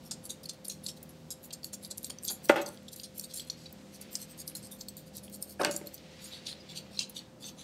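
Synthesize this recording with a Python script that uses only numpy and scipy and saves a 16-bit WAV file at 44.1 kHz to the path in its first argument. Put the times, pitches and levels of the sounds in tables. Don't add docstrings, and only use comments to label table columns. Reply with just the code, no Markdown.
import sys
import numpy as np
from scipy import signal
from scipy.fft import rfft, irfft
from scipy.io import wavfile
from scipy.ndimage import uniform_filter1d

SR = 44100
rng = np.random.default_rng(int(sys.argv[2]) if len(sys.argv) > 2 else 0)


def amplitude_ratio(level_db):
    exponent = np.asarray(level_db, float) / 20
    return 10 ** exponent


def transcribe(signal):
    frames = np.atleast_2d(signal).T
    limited = np.clip(frames, -1, 1)
    pcm = np.round(limited * 32767).astype(np.int16)
    wavfile.write(sys.argv[1], SR, pcm)


N = 336483

# frequency in Hz, density in dB per Hz.
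AIR_SPECTRUM = [(18, -51), (36, -11.5), (170, 0.5), (328, -3.5), (461, -7), (512, -7), (569, -6),
                (1070, -17.5), (2120, -21.5), (4530, -23), (8520, -28), (10200, -35), (11400, -32.5),
                (14400, -36.5), (16000, -39.5)]
AIR_DB = -55.5
# multiple of the turning rate, level in dB, unsteadiness in dB.
FRIDGE_LINES = [(2, -68.5, 5.5), (3, -74, 1.5), (4, -63, 7), (5, -60.5, 7), (6, -65, 6.5), (8, -70, 4),
                (13, -62, 1.5)]
FRIDGE_TURNS_HZ = 39.9
ECHO_DB, ECHO_T60_S = -13.5, 0.44

# time in seconds, level in dB.
SIFTING_LEVELS = [(0.0, -62.5), (1.32, -69), (2.15, -62), (2.44, -60), (2.95, -64), (3.4, -61),
                  (3.7, -60.5), (3.92, -60.5), (4.07, -54), (4.33, -56.5), (5.3, -69.5), (6.18, -52.5),
                  (6.38, -49.5), (6.54, -53), (7.07, -61.5), (7.22, -55), (7.46, -99), (7.63, -52)]

# frequency in Hz, level in dB, 60 dB decay time in seconds.
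TABLE_MODES = [(165, -13, 0.07), (248, -26.5, 0.052), (322, 2, 0.06), (440, 0.5, 0.039), (573, 1.5, 0.125),
               (648, -10.5, 0.1), (764, -7.5, 0.12), (914, -1.5, 0.06), (1100, -9, 0.053),
               (1270, -3, 0.031), (1935, -18, 0.08), (1438, 0, 0.055), (1643, -1, 0.03),
               (1704, -16.5, 0.098), (2010, -20, 0.09), (2260, -16.5, .04), (2530, -5, 0.07),
               (2640, -8.5, 0.04), (2950, -12, .06)]
# start in seconds, blow in dB, judder in dB, judder length in ms, favoured modes in Hz.
TABLE_BUMPS = [(.113, -53, -77, 8.5, 1410), (1.731, -55.5, -76, 9.2, 1400), (1.909, -55, -71, 10, 990),
               (2.099, -50, -73, 10, 1210), (2.298, -61, -52.5, 18, 1100), (2.495, -13.5, -45, 5.3, 960),
               (2.506, -27, -38, 89, 614), (2.558, -33, -36.5, 40, 1260), (2.565, -30, -41, 60, 412),
               (2.652, -52, -49, 42, 590), (4.556, -59, -75, 10, 1390), (5.594, -51, -36, 25, 820),
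               (5.611, -25, -39, 19, 835), (5.634, -32.5, -36, 13, 1100), (5.647, -28, -42.5, 43, 1600),
               (5.668, -31, -34, 12, 380), (5.69, -32, -48, 17, 380), (5.743, -34.5, -50, 16, 373),
               (5.812, -38, -60, 20, 350), (5.839, -43, -52, 29, 310), (5.862, -41, -53, 18, 290),
               (7.007, -63, -67, 13, 2000)]
CONTACT_MS, SOFTNESS = 0.43, 1.32

# frequency in Hz, width in Hz, level in dB.
SIEVE_MODES = [(2570, 580, 0.5), (3440, 540, -5.5), (3340, 110, -2.5), (4305, 860, 0), (4600, 130, -3),
               (5300, 690, -7.5), (5900, 150, -3.5), (6610, 450, -5), (7366, 180, -1.5), (8400, 370, 2.5),
               (9330, 660, 2), (11220, 880, 6), (11540, 1100, 9), (12770, 640, 11.5), (14300, 900, 7.5),
               (16300, 400, -22)]
MODE_GROUP_EDGES_HZ = (2800, 5500, 9500, 16000)
MESH_DB = 3.5

# start in seconds, contact in ms, level in dB, mode in Hz.
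LUMP_PINGS = [(0.125, 3.5, -43, 7160), (0.297, 6.3, -42.5, 3620), (0.3, 7.7, -42.5, 6550),
              (0.301, 3.5, -45, 9500), (0.456, 3.5, -36.5, 4340), (0.489, 9.5, -48, 4880),
              (0.493, 7, -42, 6270), (0.496, 1.5, -39, 9300), (0.651, 3.6, -42, 10740),
              (0.652, 2.6, -40, 4800), (0.683, 1.5, -33.5, 9400), (0.699, 1.6, -31, 6430),
              (0.701, 2.3, -34.5, 4130), (0.864, 1.7, -26.5, 4350), (0.885, 1.7, -39, 4820),
              (0.887, 11, -48, 3790), (1.31, 2.0, -38, 5400), (1.319, 4.5, -42.5, 5030),
              (1.534, 2.0, -40, 4820), (1.632, 2.5, -40, 4580), (1.645, 1.5, -32.5, 11150),
              (1.644, 1.9, -30, 4480), (1.738, 4.3, -40.5, 5530), (1.848, 1.3, -33.5, 4650),
              (1.909, 2.6, -46, 8610), (1.909, 4.5, -47, 4130), (1.98, 1.3, -60, 11700),
              (2.044, 3, -37, 4570), (2.046, 1.5, -32, 9130), (2.1, 5.0, -42.5, 6840),
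              (2.102, 3.0, -45, 8700), (2.105, 1.7, -37.5, 3230), (2.186, 1.5, -37.5, 6000),
              (2.233, 4.5, -40, 8500), (2.25, 1.5, -38, 4550), (2.25, 1.5, -32.5, 12230),
              (2.284, 2.5, -35.5, 6050), (2.301, 5.5, -52.5, 11000), (2.315, 1.5, -33, 13780),
              (2.446, 4.5, -42.5, 8270), (2.488, 1.1, -31.5, 5680), (2.662, 2.0, -37, 6220),
              (2.664, 2.0, -41, 7700), (2.664, 4.7, -41, 4780), (2.998, 1.5, -36, 4730),
              (3.034, 2.8, -39.5, 6630), (3.196, 1.3, -31, 11800), (3.196, 1.5, -33.5, 9200),
              (3.196, 2.5, -49, 7400), (3.341, 4.5, -42, 8700), (3.342, 1.6, -37, 11400),
              (3.38, 5.9, -40, 4430), (3.397, 2.6, -35.5, 3250), (3.499, 1.5, -38, 6600),
              (3.499, 2.7, -27.5, 4320), (3.501, 2.4, -31, 5730), (4.014, 1.1, -34.5, 10600),
              (4.153, 2.4, -28.5, 5150), (4.154, 1.5, -26.5, 5900), (4.157, 5.5, -51, 7000),
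              (4.478, 1.5, -35, 5030), (4.477, 2.0, -36, 12000), (4.476, 4.0, -42, 8640),
              (4.551, 1.3, -35, 10500), (4.552, 4.5, -38, 4130), (4.558, 2.5, -53, 8550),
              (4.81, 2.5, -40.5, 5070), (4.885, 1.9, -35, 4380), (5.344, 1.9, -38.5, 8550),
              (5.425, 1.4, -49, 12700), (5.425, 1.5, -27.5, 8780), (5.426, 2.3, -39, 5200),
              (5.611, 5.0, -41, 3790), (5.616, 1.5, -33, 5300), (5.65, 1.5, -40, 8790),
              (5.667, 1.5, -37, 5860), (5.712, 1.1, -30, 10850), (5.713, 6.0, -47, 5100),
              (5.763, 2.3, -37.5, 5770), (5.764, 1.1, -26, 9540), (5.765, 1.7, -32, 7200),
              (5.871, 2.5, -38, 12900), (5.871, 3.5, -42, 4250), (6.468, 4.1, -37, 4300),
              (6.486, 5.5, -41, 3760), (6.51, 11, -42.5, 4130), (6.772, 2.5, -42, 7580),
              (6.772, 3.7, -41, 4480), (6.788, 3.5, -47, 4480), (6.991, 2.1, -21, 4130),
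              (6.993, 4.0, -42, 8610), (7.007, 5.9, -39, 2760), (7.039, 4.7, -41.5, 4130),
              (7.096, 1.5, -41, 11700), (7.165, 5.9, -38.5, 3670), (7.19, 2.4, -37.5, 4320)]
# start in seconds, contact in ms, level in dB, mode in Hz.
LUMP_SCRAPES = [(.055, 14, -59.5, 5450), (0.3, 3.9, -60, 1440), (.495, 5, -66, 1450),
                (0.837, 10, -48, 10800), (1.308, 5, -62, 1520), (1.825, 32, -52, 11150),
                (4.301, 18, -51.5, 8280), (4.624, 29, -52, 8500), (5.814, 1.5, -47, 2200),
                (6.24, 11.5, -49.5, 8600), (6.245, 18, -57, 6600), (6.255, 12, -50, 9750),
                (6.315, 42, -51, 3860), (6.595, 20, -55.5, 4940), (6.93, 37, -60, 5450),
                (6.972, 5, -39.5, 4170), (7.42, 48, -51.5, 3530), (7.425, 49, -51, 4490),
                (7.435, 40, -49, 6220), (7.455, 23, -52, 8060), (7.575, 32, -57, 6250)]
PING_RISE, PING_FALL = 0.25, 0.92
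PING_DB, PING_WANDER = 1, 0.051

# start in seconds, level in dB, centre in Hz.
RIM_TICKS = [(0.112, -35, 6400), (0.457, -35, 4600), (0.651, -40, 10900), (1.029, -28, 11200),
             (1.633, -31, 4970), (1.85, -29, 5000), (1.974, -39, 13300), (1.981, -15.5, 9100),
             (2.031, -22, 10200), (2.228, -27, 8400), (2.237, -31, 8980), (2.28, -12, 8240),
             (2.285, -16, 5160), (2.493, -16, 3440), (2.56, -36, 4000), (2.689, -23, 8800),
             (2.774, -31, 4600), (2.832, -43, 11000), (3.449, -35, 13000), (.535, -42, 13500),
             (3.212, -22, 7400), (3.342, -29, 8800), (3.62, -44, 8000),
             (4.013, -35, 9900), (4.132, -31, 8800), (4.378, -32, 12500), (4.795, -34, 13000),
              (4.671, -31, 6760), (4.887, -34, 5900), (4.969, -24, 9850), (5.169, -18, 12200),
              (5.28, -34, 2300), (5.617, -26, 5300), (5.634, -17.5, 4280), (5.648, -4.5, 5700),
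              (5.65, -16, 2500), (5.722, -26, 7040), (5.871, -25, 9800), (6.47, -40, 4600),
              (6.488, -40, 4200), (6.996, -31, 4400), (7.189, -45, 4270)]

# peak in seconds, length in ms, level in dB, brightness in
# dB.
RIM_KNOCKS = [(.111, 19, -31, -7), (1.306, 20.4, -35, 0.5), (.527, 25, -61, -2), (.682, 3, -32, 11),
              (.697, 29, -37, -3.5), (.839, 7.3, -53, 4), (.865, 2.8, -29, -3), (.885, 20, -38, -7.5),
              (1.029, 7.8, -53.5, 12), (1.092, 21, -60, 7), (1.507, 7.2, -53, -13), (1.645, 2.7, -35, 3),
              (2.045, 3.6, -28, -3.5), (2.098, 20, -35.5, -4.5), (2.186, 2.1, -52, -5.5),
              (2.251, 1.6, -36.5, -4), (2.3, 36, -38.5, 9), (2.489, 29, -38.5, 3.5), (2.559, 13, -50, 3),
              (2.659, 32, -45.5, -2), (2.961, 4.2, -47, 7.5), (2.999, 1.45, -48, -14.5),
              (3.034, 25, -41, -7), (3.196, 3.5, -32.5, -7), (3.397, 31, -43.5, -5.5), (3.5, 5, -39, -8),
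              (3.658, 10, -60, -22.5), (3.727, 3.6, -54.5, 13),
              (4.154, 3.4, -22.5, -6), (4.478, 4.2, -38, -4), (4.81, 5.5, -41, -7),
               (4.884, 17, -42.5, 2.5), (4.968, 37, -51, 2.5), (5.298, 1.7, -53, 6), (5.425, 6.2, -46, 13),
               (5.65, 1.2, -40, 0), (5.712, 0.78, -29, -12), (5.763, 3.5, -30, 4), (5.771, 19, -48, 6),
               (5.943, 1.9, -45, 14), (5.979, 4.9, -57.5, -15.5), (6.992, 3.4, -28, -20.5),
               (7.096, 6.2, -50.5, 7)]
# peak in seconds, length in ms, level in
# dB, brightness in dB.
MESH_LANDINGS = [(.299, 20, -36.5, -3), (.439, 5.6, -47.5, -3), (.495, 12, -36, -8.5),
                 (.651, 19, -47.5, 2.5), (1.533, 3, -34, 0), (1.535, 10.5, -41, -4),
                 (1.735, 11.5, -37.5, 0.5), (1.91, 9.6, -34.5, -5), (1.979, 6.8, -46, 8),
                 (2.497, 1.4, -43, -19), (2.618, 11, -43, 1), (2.886, 4.9, -49, -7.5),
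                 (3.183, 1.5, -45.5, 12), (3.342, 4.1, -41, -2), (3.508, 19, -54, -5),
                 (4.014, 15, -51.5, 1), (4.556, 19, -41, 3.5), (4.718, 24, -48, 2.5),
                 (5.236, 26, -55.5, 3.5), (6.471, 1.3, -40, -12)]
# peak in seconds, length in ms, level in dB,
# brightness in dB.
WALL_RUNS = [(.068, 15, -58, 3), (.259, 10.7, -47, 5), (.459, 7.4, -50, 0), (.974, 8.7, -56.5, -3),
             (1.853, 13.6, -48.5, -2), (2.934, 9.5, -43.5, 0.5), (3.004, 25, -53.5, 1.5),
             (3.48, 8.5, -55, -3), (3.956, 12.4, -53, -2), (4.142, 13, -50, 6), (4.226, 16.5, -43.5, 1.5),
             (4.317, 14.6, -56.5, 3), (4.407, 13, -41.5, 1), (4.819, 13.6, -50, -0.5),
             (5.175, 14, -46, -1.5), (5.35, 13.6, -48, 3), (5.517, 18, -50.5, 1.5), (5.618, 11.2, -44, 1),
             (7.433, 14, -54, -4), (7.612, 16, -54, -6.5)]
# peak in seconds, length in ms, level in dB,
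# brightness in dB.
MESH_SLIDES = [(.694, 51, -64, -3), (.869, 23, -46.5, -3), (1.446, 14, -53.5, 6), (1.654, 16, -51, 3),
               (2.051, 18, -48, 2.5), (2.256, 18, -45.5, 8.5), (2.29, 14, -33, -12.5),
               (2.452, 15.7, -48.5, 4.5), (2.578, 36, -58, -1), (2.73, 24, -63, 4), (3.192, 35, -52.5, 3),
               (3.242, 7.4, -38, -3.5), (3.31, 14, -53, -7.5), (3.368, 17.4, -36, 1),
               (3.617, 58, -62, -6.5), (4.161, 8.8, -42, -2), (4.484, 12, -45, 5), (4.649, 21, -54.5, -2),
               (5.073, 11, -59.5, -1), (5.429, 13, -49.5, 5), (5.657, 15, -44, -5), (5.728, 18, -42, -1.5),
               (5.871, 13, -55, 0), (5.945, 12, -51.5, 3)]
# peak in seconds, length in ms, level in dB, brightness in dB.
FINGER_STIRS = [(6.226, 26, -56, -4), (6.258, 40, -54.5, -2.5), (6.341, 42, -55, -10),
                (6.484, 29.5, -46, -9.5), (6.517, 13, -59, -6), (6.708, 23, -54.5, -10.5),
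                (6.771, 21, -41, -7), (6.957, 68, -60, -7), (7.008, 23, -39, -11), (7.17, 19, -47, -7),
                (7.457, 19, -58, 0), (7.481, 20, -51.5, -3)]
# offset of the rise in ms, rise per length, fall per length, outer modes in dB #
KNOCK, LANDING = (0.83, 0.02, 0.94, 0.1), (5.4, 0.01, 1.19, 0.1)
RUN, SLIDE, STIR = (-15.5, 3, 0.98, -1.5), (-1.3, 1.21, 1.53, -0.75), (3.1, 0.69, 1.17, 0.38)
USUAL_DB, FAINT_DB, FOCUS_DB_PER_DB = -53.5, -48.5, 0.73
SWING_FROM_S, STIR_FROM_S = 3.85, 6.08


def level(x, db):
    return x * amplitude_ratio(db) / np.sqrt(np.mean(x ** 2))


def walk(rate):
    hold = int(SR / rate)
    steps = np.repeat(rng.standard_normal(N // hold + 1), hold)
    return 1.3 * uniform_filter1d(uniform_filter1d(steps, hold), hold)[:N]


def add(out, x, start):
    lo, hi = max(start, 0), min(start + len(x), len(out))
    out[lo:hi] += x[lo - start:hi - start]


def band(x, lo_hz, hi_hz):
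    return signal.sosfilt(signal.butter(2, (lo_hz, hi_hz), "band", fs=SR, output="sos"), x)


def high_pass(x, order, hz):
    return signal.sosfilt(signal.butter(order, hz, "high", fs=SR, output="sos"), x)


def kitchen_air():
    f = np.fft.rfftfreq(N, 1 / SR) + 1
    hz, db = np.transpose(AIR_SPECTRUM)
    spectrum = rfft(rng.standard_normal(N)) * amplitude_ratio(np.interp(np.log(f), np.log(hz), db))
    air = np.zeros(N)
    for octave in np.arange(4, 15):
        share = np.cos(np.pi / 2 * np.clip(np.log2(f) - octave, -1, 1)) ** 2
        air += irfft(spectrum * share, N) * amplitude_ratio(0.56 * walk(1.506) + 1.3 * walk(9))
    return level(air, AIR_DB)


def fridge():
    t = np.arange(N) / SR
    hum = np.zeros(N)
    for turns, db, loose_db in FRIDGE_LINES:
        line_db = db + 2.0 + loose_db * np.tanh(walk(10))
        phase = 0.5 * walk(7) + 6 * rng.random()
        hum += amplitude_ratio(line_db) * np.sin(2 * np.pi * turns * FRIDGE_TURNS_HZ * t + phase)
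    return hum


def tiled_room_echo():
    t = np.arange(SR // 2) / SR
    fade = np.exp(-np.log(1000) * t / ECHO_T60_S)
    body = band(rng.standard_normal(len(t)), 56, 3800) * fade
    treble = 1.1 * rng.standard_normal(len(t)) * fade ** 2
    echo = (body + treble) * (t > 0.004)
    return echo * amplitude_ratio(ECHO_DB) / np.sqrt(np.sum(echo ** 2))


def sifting():
    s, db = np.transpose(SIFTING_LEVELS)
    patter = rng.standard_normal(N) * amplitude_ratio(1.6 * walk(90))
    return level(band(patter, 1670, 5050), 0) * amplitude_ratio(np.interp(np.arange(N) / SR, s, db) - 5.0)


def table_bumps(size=9000):
    out, t = np.zeros(N), np.arange(size) / SR
    hz, db, t60 = np.transpose(TABLE_MODES)[:, :, None]
    alternate = (-1) ** np.arange(len(hz))[:, None]
    for s, blow_db, judder_db, judder_ms, near_hz in TABLE_BUMPS:
        share, shift = rng.standard_normal((2, len(hz), 1))
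        gain = amplitude_ratio(db + 0.093 * share - 1.2 * np.log2(hz / near_hz) ** 2) * alternate
        rings = np.sin(2 * np.pi * hz * (1 + 0.017 * shift) * t) * np.exp(-np.log(1000) * t / t60)
        body = (gain * rings).sum(axis=0)
        rattle = band(rng.standard_normal(size), 196, 5700) * np.exp(-np.log(1000) * t / 0.056)
        body += amplitude_ratio(13.5) * rattle
        contact_ms = CONTACT_MS * (1000 / near_hz) ** SOFTNESS
        push = np.sin(np.pi * np.clip(1000 * t[:200] / contact_ms, 0, 1)) ** 2
        push = push / push.sum() + amplitude_ratio(-23.5) * (t[:200] == 0)
        force = amplitude_ratio(judder_db - 20.5) * rng.standard_normal(size) * np.exp(-(1000 * t / judder_ms) ** 2)
        force[0] = amplitude_ratio(blow_db)
        add(out, signal.fftconvolve(np.convolve(force, push), body) * amplitude_ratio(-2.0), int(s * SR))
    return high_pass(out, 2, 160)


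def pings(size=6000):
    out, ms = np.zeros(N), np.arange(size) * 1000 / SR
    for s, length, db, hz in LUMP_PINGS + LUMP_SCRAPES:
        looseness = PING_WANDER * np.sqrt(hz / 5000 * np.clip(length / 5.5, 1, 4))
        wander = np.cumsum(rng.standard_normal(size)) * looseness
        grit = uniform_filter1d(rng.standard_normal(size), size=64) * np.sqrt(64)
        grit_db = 5 * min(length / 10, 1) * grit
        fall = ms / (PING_FALL * length)
        shape = (1 - np.exp(-ms / (PING_RISE * length))) * np.exp(-fall)
        shape *= np.exp(min(length / 30, 0.7) * (fall - (ms / (2.0 * length)) ** 4 * 3))
        tone = np.sin(2 * np.pi * hz * ms / 1000 + wander)
        add(out, amplitude_ratio(db + PING_DB + grit_db) * shape / shape.max() * tone, int(s * SR))
    return out


def ticks(size=400):
    out, t = np.zeros(N), np.arange(size) / SR
    hz, width, db = np.transpose(SIEVE_MODES)[:, :, None]
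    for s, tick_db, centre_hz in RIM_TICKS:
        share, turn = rng.standard_normal((2, len(hz), 1))
        gain = amplitude_ratio(db + 5 * share - 22 * np.log2(hz / centre_hz) ** 2)
        rings = np.sin(2 * np.pi * hz * t + 3 * turn) * np.exp(-np.pi * 1.6 * width * t)
        tick = (gain * rings).sum(axis=0) * (1 - np.exp(-t / 0.000057))
        add(out, tick * amplitude_ratio(tick_db - 7.5) / np.abs(tick).max(), int(s * SR))
    return high_pass(out, 4, 2300)


def tosses(start_s, end_s):
    ways = ((RIM_KNOCKS, KNOCK), (MESH_LANDINGS, LANDING), (WALL_RUNS, RUN),
            (MESH_SLIDES, SLIDE), (FINGER_STIRS, STIR))
    rows = []
    for events, (least, rise, fall, outer_db) in ways:
        for s, ms, db, bright_db in events:
            flank_db = outer_db - FOCUS_DB_PER_DB * (max(db, FAINT_DB) - USUAL_DB)
            rows.append((s, least + rise * ms, fall * ms, db, flank_db - bright_db, flank_db + bright_db))
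    return sorted(row for row in rows if start_s <= row[0] < end_s)


def sieve_modes(f, hz, width, gain):
    return gain @ (1 / (1 + 1.3j * (f - hz[:, None]) / width[:, None]) ** 2)


def mesh_modes(bins):
    ripple = uniform_filter1d(uniform_filter1d(rng.standard_normal(bins), size=42), size=42)
    return 10 ** (np.conj(signal.hilbert(MESH_DB * 8 * ripple)) / 20)


def sugar(moves, lowest_hz, lumps_db, size=8192, lead=2048):
    out, f = np.zeros(N), np.fft.rfftfreq(size, 1 / SR)
    ms = (np.arange(size) - lead) * 1000 / SR
    hz, width, db = np.transpose(SIEVE_MODES)
    edges = np.searchsorted(f, MODE_GROUP_EDGES_HZ)
    centres = np.sqrt(np.multiply(MODE_GROUP_EDGES_HZ[1:], MODE_GROUP_EDGES_HZ[:-1]))
    rim = signal.sosfreqz(signal.butter(6, lowest_hz, "high", fs=SR, output="sos"), f, fs=SR)[1]
    for s, rise, fall, mid_db, low_db, high_db in moves:
        swell = np.where(ms < 0, np.exp(-(ms / rise) ** 2), np.exp(-np.abs(ms / fall) ** 1.6))
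        weight_db = lumps_db * uniform_filter1d(rng.standard_normal(size), size=40) * np.sqrt(40)
        force = rng.standard_normal(size) * amplitude_ratio(weight_db) * swell
        suddenness = 4.3 * np.exp(-rise / 1.05) * min(1.6 / fall, 1)
        force[lead] += suddenness * np.sqrt(np.sum(force ** 2))
        shift, share, sign = rng.standard_normal((3, len(hz)))
        gain = amplitude_ratio(db + 1.3 * share) * np.sign(sign)
        body = sieve_modes(f, hz * (1 + 0.026 * shift), width, gain) * mesh_modes(len(f))
        ring = rfft(force) * (body + amplitude_ratio(-11.0)) * rim
        power = 2 * np.add.reduceat(np.abs(ring) ** 2, edges)[:3] / size / np.sum(swell ** 2)
        lift_db = mid_db + np.array([low_db, 0, high_db]) - 10 * np.log10(power)
        add(out, irfft(ring * amplitude_ratio(np.interp(f, centres, lift_db))), int(s * SR) - lead)
    return out


def scene():
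    background = kitchen_air() + fridge() + sifting()
    bumps = table_bumps()
    tapped = sugar(tosses(0, SWING_FROM_S), lowest_hz=3660, lumps_db=4.5)
    swung = sugar(tosses(SWING_FROM_S, STIR_FROM_S), lowest_hz=4130, lumps_db=4.5)
    stirred = sugar(tosses(STIR_FROM_S, N / SR), lowest_hz=3100, lumps_db=3.0)
    sieve = tapped + swung + stirred + ticks() + pings()
    room = signal.fftconvolve(bumps + amplitude_ratio(-1.5) * sieve, tiled_room_echo())[:N]
    return (sieve + bumps + room + background)[None]


def top_cut(x):
    return signal.sosfilt(signal.butter(12, 16830, fs=SR, output="sos"), x)


def record(dry):
    mix = high_pass(dry, 3, 42)
    f = np.fft.rfftfreq(N, 1 / SR)
    top_db = np.interp(f, (15700, 16000, 16700, 16900), (0, -30, -31, -90))
    return top_cut(irfft(rfft(mix) * amplitude_ratio(top_db), N))


dry = scene()
out = record(dry)
transcribe(out)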